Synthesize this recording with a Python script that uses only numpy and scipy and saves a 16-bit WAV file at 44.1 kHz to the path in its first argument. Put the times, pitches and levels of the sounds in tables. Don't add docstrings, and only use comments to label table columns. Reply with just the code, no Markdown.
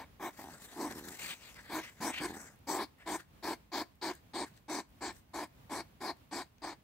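import sys
import numpy as np
from scipy import signal
from scipy.fft import rfft, irfft, next_fast_len
from scipy.io import wavfile
from scipy.ndimage import uniform_filter1d

SR = 44100
rng = np.random.default_rng(int(sys.argv[2]) if len(sys.argv) > 2 else 0)


def unload_audio(sound):
    columns = np.transpose(np.atleast_2d(sound))
    steps = np.round(np.clip(columns, -1, 1) * 32767)
    wavfile.write(sys.argv[1], SR, steps.astype(np.int16))


N = 301203
FFT_SIZE = next_fast_len(N)
FREQS_HZ = np.fft.rfftfreq(FFT_SIZE, 1 / SR)
LOG_FREQS = np.log(FREQS_HZ + 1)

# (f/Hz, relative level/dB); overall level before the swell
NIGHT_SPECTRUM = [(29, -9), (50, 4), (245, -5), (377, -13.5), (610, -14.5), (1040, -15.5), (1200, -18.5),
                  (1600, -20), (2130, -20.5), (3360, -23.5), (5060, -28.5), (6920, -31), (8590, -33),
                  (13600, -30.5), (15700, -26)]
NIGHT_DB = -64
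# (f/Hz, likeness)
NIGHT_LIKENESS = [(60, 0.82), (150, 0.91), (380, 0.4), (950, -0.037), (2380, 0.029), (5980, -0.15),
                  (15000, 0.0048)]
# (f/Hz, left over right level/dB)
NIGHT_LEFT_DB = [(60, -0.5), (180, -1), (550, -1), (1650, -1.5), (4970, 0), (15000, 1.0)]

# (f/Hz, likeness)
NEAR_LIKENESS = [(100, 1), (400, 0.98), (800, 0.98), (2300, 0.97), (2800, 0.45), (4300, 0.58), (5200, 0.38),
                 (8300, 0.64), (10000, 0.38), (15000, 0.67)]
# (f/Hz, left over right level/dB)
NEAR_LEFT_DB = [(100, 0.5), (400, -1.6), (1200, 2.5), (1900, 0), (2700, 1.5), (3200, 1), (5000, 11),
                (6500, 4.5), (9800, 10.5), (12000, 3), (14500, -0.5)]
# (f/Hz, phase lead of the left/rad)
NEAR_LEAD = [(100, -0.5), (350, -0.08), (1300, 0.46), (1700, 0.5), (2700, 0.7), (3000, 1), (4800, 0),
             (5300, -0.5), (9300, 0.5), (10500, -1.5), (12000, 2.5), (13500, -4.5), (15500, 5.5)]
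# (f/Hz, likeness)
ASIDE_LIKENESS = [(100, 1), (1500, 0.61), (3000, 1), (5000, 0.1), (15000, 0.084)]
# (f/Hz, left over right level/dB)
ASIDE_LEFT_DB = [(100, 3), (1200, -1.5), (2500, 4.5), (4000, 4.5), (5500, 5.5), (10000, 5), (15000, 0)]
# (f/Hz, phase lead of the left/rad)
ASIDE_LEAD = [(100, .05), (500, 0.3), (1000, 0.68), (2000, 1.46), (4000, 1.8), (8000, 7.2)]

# (t/s, gain of the dull crack/dB, gain of the bright tick/dB)
SNAPS = [(0.376, -49, -62), (0.5194, -60, -47), (0.6, -50, -58), (0.653, -58, -52.5), (0.9247, -37, -53),
         (1.053, -49, -41), (1.0857, -35, -36), (1.544, -47, -62), (1.6044, -60, -73), (1.8335, -51, -62),
         (1.8894, -58, -64), (2.2894, -41, -54), (2.5594, -64, -58), (2.59, -68, -59), (2.987, -64, -60),
         (3.187, -64, -60), (3.21, -66, -60), (3.9554, -70, -59), (4.1524, -56, -43), (4.576, -47.5, -63),
         (4.892, -68, -60), (4.904, -70, -61), (4.988, -67, -61), (5.128, -68, -51), (5.141, -68, -61),
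         (5.169, -68, -58), (5.294, -65, -65), (5.474, -72, -60), (6.1694, -68, -58), (6.2916, -67, -62),
         (6.583, -52.5, -62)]
# (t/s, level/dB)
THUMPS = [(2.002, -40.5), (2.204, -40)]
# (start t/s, length/s, level/dB, nasal ring over that level/dB)
GROWLS = [(.412, 0.083, -54, 1.5), (0.732, .03, -58, -1.5), (.89, .045, -53, -6),
          (0.958, .055, -47.5, -12.5), (1.029, .045, -51.5, -13), (1.083, .06, -52, -5),
          (2.284, 0.088, -48.5, -5.5), (2.39, 0.047, -62, -1)]
GROWL_EDGE_S, GROWL_EDGE_DB = .012, -10
THROAT_HZ, THROAT_T60_S = 318, 0.012
NASAL_HZ, NASAL_T60_S = 794, 0.011

# (start t/s, peak t/s, end t/s, rasp level/dB,
# over the rasp: low body/dB, low hiss/dB, high hiss/dB, thin top air/dB; rasp centre f/Hz)
BREATHS = [ (0.308, 0.419, 0.52, -61, 2.5, -2, -3, -1, 1850),
           (.48, 0.518, 0.76, -62.5, 15.5, -7, -3, -3.5, 1620),
           (0.599, 0.646, 0.67, -68.5, 10, 8, 11, 12.5, 1830),
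           (0.674, 0.72, 2.2, -64, 11.5, -2.5, -0.5, 0.5, 1770),
           (0.877, 0.914, 0.94, -54.5, 15.5, -4, -11, -9, 1740),
           (0.949, 0.992, 1, -61.5, 17, 0.5, -2.5, 2.5, 1676),
           (1.04, 1.092, 1.1, -56.5, 13, -1, -3, 0, 1610),
           (1.085, 1.14, 1.23, -59, -2.5, -2, -1.5, -2, 1900),
           (1.186, 1.248, 1.32, -48, -17, -4, -3.5, -6.5, 2380),
           (1.26, 1.33, 1.35, -50.5, -8, -8, -9, -11.5, 2420),
           (1.398, 1.44, 1.51, -63, 2, -1.5, -12.5, -23, 2250),
           (1.466, 1.5, 1.51, -63, 0.5, -9, -6, -6, 2260),
           (1.554, 1.594, 1.61, -52, 2, -19, -33, -35, 1830),
           (1.635, 1.686, 1.73, -57.5, 1.5, -10, -32, -24, 1820),
           (1.788, 1.841, 1.907, -50, -8, -10, -14, -15, 2130),
           (1.86, 1.885, 1.91, -62, -3, -8, -15, -17, 2000),
           (1.968, 2.0, 2.23, -63, 1.5, -12, -16, -19, 1760),
           (2.108, 2.185, 2.22, -44, -15, -29, -19, -18.5, 2350),
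           (2.27, 2.284, 2.35, -52, -3, -2, -7, -6, 1780),
           (2.33, 2.35, 2.55, -61.5, 16.5, -10, -0.5, -2, 1710),
           (2.362, 2.409, 2.46, -59.5, -7, -20, 3.5, -8, 1660),
           (2.441, 2.488, 2.496, -60.5, -2, -10, -2.5, -15, 1720),
           (2.981, 3.02, 3.1, -60.5, 5, -13, -18, -21, 1890),
           (3.168, 3.208, 3.235, -58, 1, -6, -10.5, -9, 1682),
           (4.13, 4.137, 4.19, -62.5, 0, -4.5, -5, -4.5, 1720),
           (4.45, 4.475, 4.5, -59, -6, -10.5, -7, -6, 1730), (4.537, 4.574, 4.6, -75, -5, 5, -1, 1, 1730),
           (5.12, 5.165, 5.21, -73, -5, 1.5, 5, 5, 1720), (5.45, 5.474, 5.28, -68, -3, 0, 4, 5, 1720),
           (5.81, 5.83, 5.5, -71, -5, -7, -5, -1.5, 1720), (6.12, 6.135, 6, -65, -3, -4, 5, -4, 1720), ]
BREATH_IN_DB, BREATH_OUT_DB = -11, -14
BREATH_FADE_S, BREATH_FADE_DB = .022, -12
BREATH_BULGE_DB = 0

# (start t/s, rise/s, hold/s, effort level/dB as the hold begins, and as it ends,
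# over the mean effort: nasal rasp/dB, low hiss/dB, high hiss/dB, thin top air/dB;
# gain over the hold: low hiss/dB, treble/dB;
# head direction: upper nose ring over the lower/dB, topmost air over the rest/dB)
SNORTS = [ (-.03, 0.031, 0.039, -45, -56, -6.5, -19, -19, -20, -13, -9, 8, 6),
          (0.197, 0.031, 0.063, -38.5, -47, -6.5, -27, -15, -13.5, -2, -2, 1.5, 9),
          (0.387, 0.0091, 0.0073, -43.5, -51.5, -10, -24, -18, -19, -2, 0, 5, .1),
          (0.763, 0.048, 0.069, -37.5, -42, -15, -23.5, -15, -19, -14, -4, -2.5, 3),
          (1.695, 0.038, 0.064, -39, -40.5, -5.5, -15, -15, -14.5, -7, -1.5, 0, -1.5),
          (2.004, 0.023, .078, -38, -39, -6.5, -18, -10.5, -13.5, -12, 2, -.7, -2.5),
          (2.196, 0.015, 0.051, -42.5, -37.5, -5, -17, -13.5, -17, 6, 4, -5, -1),
          (2.67, 0.017, 0.091, -37.5, -36.5, -12.5, -15.5, -10.5, -14.5, 0, -1, 0.5, 7),
          (2.78, 0.012, 0.043, -36, -40, -8.5, -13, -23, -20.5, 10, 9, .1, 2.5),
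          (3.06, 0.018, 0.083, -40, -39, -8, -15.5, -13, -16.5, -9, 7, 0, -1),
          (3.427, 0.019, 0.088, -38.5, -39, -9, -11, -19, -16, -3, 3, -0.5, 1),
          (3.718, 0.02, 0.082, -41, -38.5, -6.5, -7, -17, -16, -3.5, 3, 1, 4),
          (4.014, 0.016, 0.084, -42, -40, -6, -9, -15.5, -19, -9, 0, -1, 5),
          (4.335, 0.017, 0.09, -40, -39, -10, -11, -14.5, -25.5, -9.5, -1, -0.9, 0),
          (4.682, 0.019, 0.1, -40, -41, -7.5, -12.5, -10, -20, 0, 0, -1, -3),
          (5.008, 0.017, 0.084, -40, -48.5, -4.5, -10.5, -9, -23, -5, -4.5, .1, -1),
          (5.334, 0.011, 0.098, -41.5, -42, -8.5, -13.5, -16.5, -20, -1, -3, 1.6, -3),
          (5.696, .025, 0.086, -40.5, -42.5, -7.5, -12, -13.5, -19, 3, -10, 1, -7),
          (6.004, 0.013, 0.091, -44.5, -38, -9, -11, -22, -21, 2.5, -8, .5, -5),
          (6.311, 0.017, 0.092, -43, -43, -6.5, -9, -12, -20, 1.5, -2.5, 0, -5),
          (6.619, 0.023, 0.089, -41, -51, -6, -10, -15, -23, -9.5, -8.5, 3.5, 1), ]
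# (start under the hold/dB, swell in mid-hold/dB, share of the effort's change, of the low hiss gain,
# of the treble gain, fall after the hold/(dB/s))
SNORT_LAYERS = [(11.5, 1.5, 0.8, 0.041, 0, 812), (12, 1, 0.27, 0, 0.036, 643),
                (11.5, 2.5, 0.24, 0.89, -0.19, 750), (18, 3.5, 0.22, 0.092, 0.89, 705),
                (14.5, 4, 0.36, 0.35, 0.45, 600)]
SNORT_FALL_S = 0.094
SHUT_DB = -6
FLUTTER_HZ = 321.6

# (f/Hz, relative level/dB). Nose cavity
NOSE_SPECTRUM = [(59, -64), (100, -28.5), (204, -9.5), (318, -0.5), (376, -3.5), (505, -13), (710, -7),
                 (861, -3), (1070, -5), (1280, -16.5), (1500, -33), (1950, -15), (3300, -120)]
# (f/Hz, relative level/dB)
BODY_SPECTRUM = [(88, -4), (150, -0.5), (177, 5.5), (335, -1.5), (465, -1.5), (1400, -6.5), (1820, -13),
                 (3080, -120)]
# (f/Hz, relative level/dB)
RASP_SPECTRUM = [(740, -11), (1250, -10), (1340, -5.5), (1800, 0), (1960, -10), (2210, -0.5), (2750, -17),
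                 (3000, -13.5), (3900, -13), (6600, -120)]
# (f/Hz, relative level/dB)
LOW_HISS_SPECTRUM = [(1760, -84), (3000, -15), (3700, -3), (3960, 1.5), (4450, 4.5), (5700, -8.5),
                     (7410, -17), (12500, -120)]
# (f/Hz, relative level/dB)
HIGH_HISS_SPECTRUM = [(3240, -41), (5500, -0.5), (5900, 1), (7020, 0.5), (8180, 4), (8640, 1),
                      (9270, -14.5), (9800, -26), (12700, -45), (21600, -120)]
# (f/Hz, relative level/dB)
RUSTLE_SPECTRUM = [(1820, -6), (3100, -5.5), (4310, -0.5), (4670, -1), (5700, -12.5), (7410, -33),
                   (12500, -120)]
# (f/Hz, relative level/dB)
AIR_SPECTRUM = [(5650, -21), (9600, -4), (10100, -6.5), (11000, -0.5), (12900, -3.5), (13900, 0),
                (15700, -3)]
BAND_EDGE_HZ = 15780


def gain_of(db):
    return 10 ** (np.asarray(db) / 20)


def unit_rms(x):
    return x / np.sqrt(np.mean(np.atleast_2d(x).mean(0) ** 2) + 1e-20)


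def on_frequency_grid(points):
    f, value = np.transpose(points)
    return np.interp(LOG_FREQS, np.log(f + 1), value)


def drift(seconds):
    size = max(round(seconds * SR), 1)
    once = uniform_filter1d(rng.standard_normal(N), size)
    return unit_rms(uniform_filter1d(once, size))


def ports(x, other, colour_db, likeness, left_db, lead=0):
    left, twin = rfft(x, FFT_SIZE), rfft(other, FFT_SIZE)
    shared = np.clip(on_frequency_grid(likeness), -1, 1)
    right = (shared * left + np.sqrt(1 - shared ** 2) * twin) * np.exp(-1j * lead)
    tilt = gain_of(on_frequency_grid(left_db) / 2)
    both = np.array([left * tilt, right / tilt]) * gain_of(colour_db)
    return irfft(both, FFT_SIZE)[:, :N]


def near(x, other, colour_db):
    return ports(x, other, colour_db, NEAR_LIKENESS, NEAR_LEFT_DB, on_frequency_grid(NEAR_LEAD))


def aside(x, other, colour_db):
    return ports(x, other, colour_db, ASIDE_LIKENESS, ASIDE_LEFT_DB, on_frequency_grid(ASIDE_LEAD))


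def airflow(spectrum, gusts, place=near):
    noise = rng.standard_normal((2, N)) * gusts
    return unit_rms(place(*noise, on_frequency_grid(spectrum)))


def played(times, levels_db):
    envelope = np.zeros(N)
    for at, db in zip(np.transpose(times), np.transpose(levels_db)):
        t = np.arange(max(round(at[0] * SR), 0), min(round(at[-1] * SR), N))
        envelope[t] += gain_of(np.interp(t / SR, at, db))
    return uniform_filter1d(envelope, size=130)


def rung(kicks, hz, t60, soft):
    t = np.arange(4000) / SR
    decay, onset = gain_of(-60 * t / t60), 1 - np.exp(-t / soft)
    ring = -decay * np.sin(2 * np.pi * hz * t) * onset
    return near(signal.oaconvolve(kicks, ring / abs(ring).max())[:N], np.zeros(N), 0)


def night(swell_db=2.0):
    air = ports(*rng.standard_normal((2, N)), on_frequency_grid(NIGHT_SPECTRUM), NIGHT_LIKENESS, NIGHT_LEFT_DB)
    return gain_of(NIGHT_DB + swell_db * drift(0.11)) * unit_rms(air)


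def garden(x, wet_db=-18.5, t60=0.25):
    t = np.arange(12000) / SR
    tail = rng.standard_normal((2, 12000)) * gain_of(-60 * t / t60)
    return gain_of(wet_db) * signal.oaconvolve(x, tail / np.linalg.norm(tail[0]), axes=1)[:, :N]


def grass(t60=0.0083, low_hz=1300, split_hz=7000):
    out = np.zeros((2, N))
    fall = gain_of(-60 * np.arange(800) / SR / t60)
    bursts = rng.standard_normal((len(SNAPS), 2, 800)) * fall
    dull_band = signal.butter(N=2, Wn=[low_hz, split_hz], btype="band", fs=SR, output="sos")
    bright_band = signal.butter(N=3, Wn=split_hz, btype="high", fs=SR, output="sos")
    cracks, ticks = signal.sosfilt(dull_band, bursts), signal.sosfilt(bright_band, bursts)
    for (s, dull_db, bright_db), crack, tick in zip(SNAPS, cracks, ticks):
        out[:, round(s * SR):][:, :800] += gain_of(dull_db) * crack + gain_of(bright_db) * tick
    return near(*out, 0)


def bumps(hz=175, t60=0.028, soft=0.0019):
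    kicks = np.zeros(N)
    for s, db in THUMPS:
        kicks[round(s * SR)] = gain_of(db)
    return rung(kicks, hz, t60, soft)


def growled(nasal):
    start, length, db, nasal_db = np.transpose(GROWLS)
    db, end = db + nasal * nasal_db, start + length
    times = [start - GROWL_EDGE_S, start, end, end + GROWL_EDGE_S]
    return played(times, [db + GROWL_EDGE_DB, db, db, db + GROWL_EDGE_DB])


def growl(per_s=88.0, jitter=.25, soft=.0015):
    turns = np.cumsum(per_s * np.exp(jitter * drift(.008))) / SR
    pulses = np.diff(np.floor(turns), prepend=0)
    kicks = pulses * gain_of(2.2 * drift(0.006))
    throat = unit_rms(rung(kicks, THROAT_HZ, THROAT_T60_S, soft))
    nose = unit_rms(rung(kicks, NASAL_HZ, NASAL_T60_S, soft / 2))
    return throat * growled(nasal=False) + nose * growled(nasal=True)


def resonate(x, hz, width_hz):
    turn = np.exp(2j * np.pi * np.cumsum(hz) / SR)
    r = np.exp(-np.pi * width_hz / SR)
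    return (turn * signal.lfilter([1], np.poly([r, r]), x / turn)).real


def crackle(per_s=65.0, strength=0.75, spread_db=2.5, dies_s=0.0012):
    sizes_db = spread_db * np.minimum(rng.exponential(size=N), 2.5)
    ticks = (rng.random(N) < per_s / SR) * gain_of(sizes_db)
    return 1 + strength * signal.lfilter([1], [1, -np.exp(-1 / (dies_s * SR))], ticks)


def breathed(layer):
    start, peak, end, rasp_db, *over_db = np.transpose(BREATHS)
    db = rasp_db + (over_db[layer - 1] if layer else 0)
    times = [start, (start + peak) / 2, peak, (peak + end) / 2, end, end + BREATH_FADE_S]
    shape_db = [BREATH_IN_DB, BREATH_IN_DB / 2 + BREATH_BULGE_DB, 0, BREATH_OUT_DB / 2 + BREATH_BULGE_DB,
                BREATH_OUT_DB, BREATH_OUT_DB + BREATH_FADE_DB]
    return played(times, db + np.array(shape_db)[:, None])


def breaths(patchy_db=1.5, narrow_hz=700, wide_hz=2000, shut_hz=1750, open_hz=2250):
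    gusts = gain_of(patchy_db * drift(0.0084))
    peak_s, peak_hz = np.transpose(BREATHS)[[1, -1]]
    centre = np.interp(np.arange(N) / SR, peak_s, peak_hz)
    air = aside(*rng.standard_normal((2, N)) * gusts, 0)
    opening = np.clip((centre - shut_hz) / (open_hz - shut_hz), 0, 1)
    narrow, wide = unit_rms(resonate(air, centre, narrow_hz)), unit_rms(resonate(air, centre, wide_hz))
    rasp = (1 - opening) * narrow + opening * wide
    body = airflow(BODY_SPECTRUM, gusts) * np.where(growled(nasal=False) > 0, .3, 1)
    gritty = gusts * crackle()
    upper = [airflow(shape, gritty, aside) for shape in (RUSTLE_SPECTRUM, HIGH_HISS_SPECTRUM, AIR_SPECTRUM)]
    return sum(layer * breathed(k) for k, layer in enumerate([rasp, body, *upper]))


def flutter(uneven=0.91, sharp=5.86):
    unsteady = .15 * drift(.004) + .06 * drift(.03)
    turns = np.cumsum(FLUTTER_HZ * (1 + unsteady)) / SR
    opening = np.exp(sharp * (np.cos(2 * np.pi * turns) - 1))
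    return opening * (1 + np.tanh(uneven * drift(0.0031) + 0.66))


def faced(x, split_hz, column):
    upper = irfft(rfft(x, FFT_SIZE) * (FREQS_HZ > split_hz), FFT_SIZE)[:, :N]
    starts = [row[0] for row in SNORTS]
    current = np.searchsorted(starts, np.arange(N) / SR, "right") - 1
    tilt = gain_of(np.array(SNORTS)[current, column])
    share = np.mean(upper.mean(0) ** 2)
    return (x - upper + tilt * upper) / np.sqrt(1 - share + share * tilt ** 2)


def blown(layer):
    start, rise, hold, early_db, late_db, *over_db = np.transpose(SNORTS)
    under_db, swell_db, with_effort, with_hiss, with_treble, fall_db_per_s = SNORT_LAYERS[layer]
    mid_db = (early_db + late_db) / 2 + (over_db[layer - 1] if layer else 0)
    lean_db = (with_effort * (late_db - early_db) + with_hiss * over_db[4] + with_treble * over_db[5]) / 2
    half_fall = SNORT_FALL_S / 2 + 0 * start
    times = np.cumsum([start, rise, hold / 2, hold / 2, half_fall, half_fall], axis=0)
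    first, last, fall_db = mid_db - lean_db, mid_db + lean_db, fall_db_per_s * SNORT_FALL_S
    shutting = last - fall_db / 2 + SHUT_DB
    return played(times, [first - under_db, first, mid_db + swell_db, last, shutting, last - fall_db])


def head_turns(x, depth_db=2.5, from_hz=2500):
    hz, t, z = signal.stft(x, SR, nperseg=512)
    patches = rng.standard_normal((len(t), len(hz))).T
    for axis in (0, 0, 1, 1):
        patches = uniform_filter1d(patches, size=7, axis=axis)
    patches *= depth_db / patches.std() * (hz > from_hz)[:, None]
    return signal.istft(z * gain_of(patches), SR, nperseg=512)[1][:, :N]


def snorts(rough=.36, gating=0.31):
    flaps = flutter()
    puffs = signal.lfilter([1, -.945], 1, flaps)
    slaps = unit_rms(near(puffs, 0 * puffs, on_frequency_grid(NOSE_SPECTRUM)))
    gusts = 1 + gating * unit_rms(flaps)
    share = np.clip(rough, 0, 1)
    nose = unit_rms(np.sqrt(1 - share) * slaps + np.sqrt(share) * airflow(NOSE_SPECTRUM, 1))
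    top = faced(airflow(AIR_SPECTRUM, 1), 11900, column=-1)
    hisses = [airflow(shape, gusts) for shape in (RASP_SPECTRUM, LOW_HISS_SPECTRUM, HIGH_HISS_SPECTRUM)]
    layers = [faced(nose, 527, column=-2), *hisses, top]
    return sum(layer * blown(k) for k, layer in enumerate(layers))


def scene():
    close = head_turns(snorts() + breaths()) + growl() + bumps() + grass()
    return close + garden(close) + night()


def record(dry, low_hz=48):
    thin = signal.sosfilt(signal.butter(N=3, Wn=low_hz, btype="high", fs=SR, output="sos"), dry)
    low_pass = signal.firwin(511, BAND_EDGE_HZ, window=("kaiser", 9), fs=SR)
    return signal.oaconvolve(thin, low_pass[None], "same")


dry = scene()
out = record(dry)
unload_audio(out)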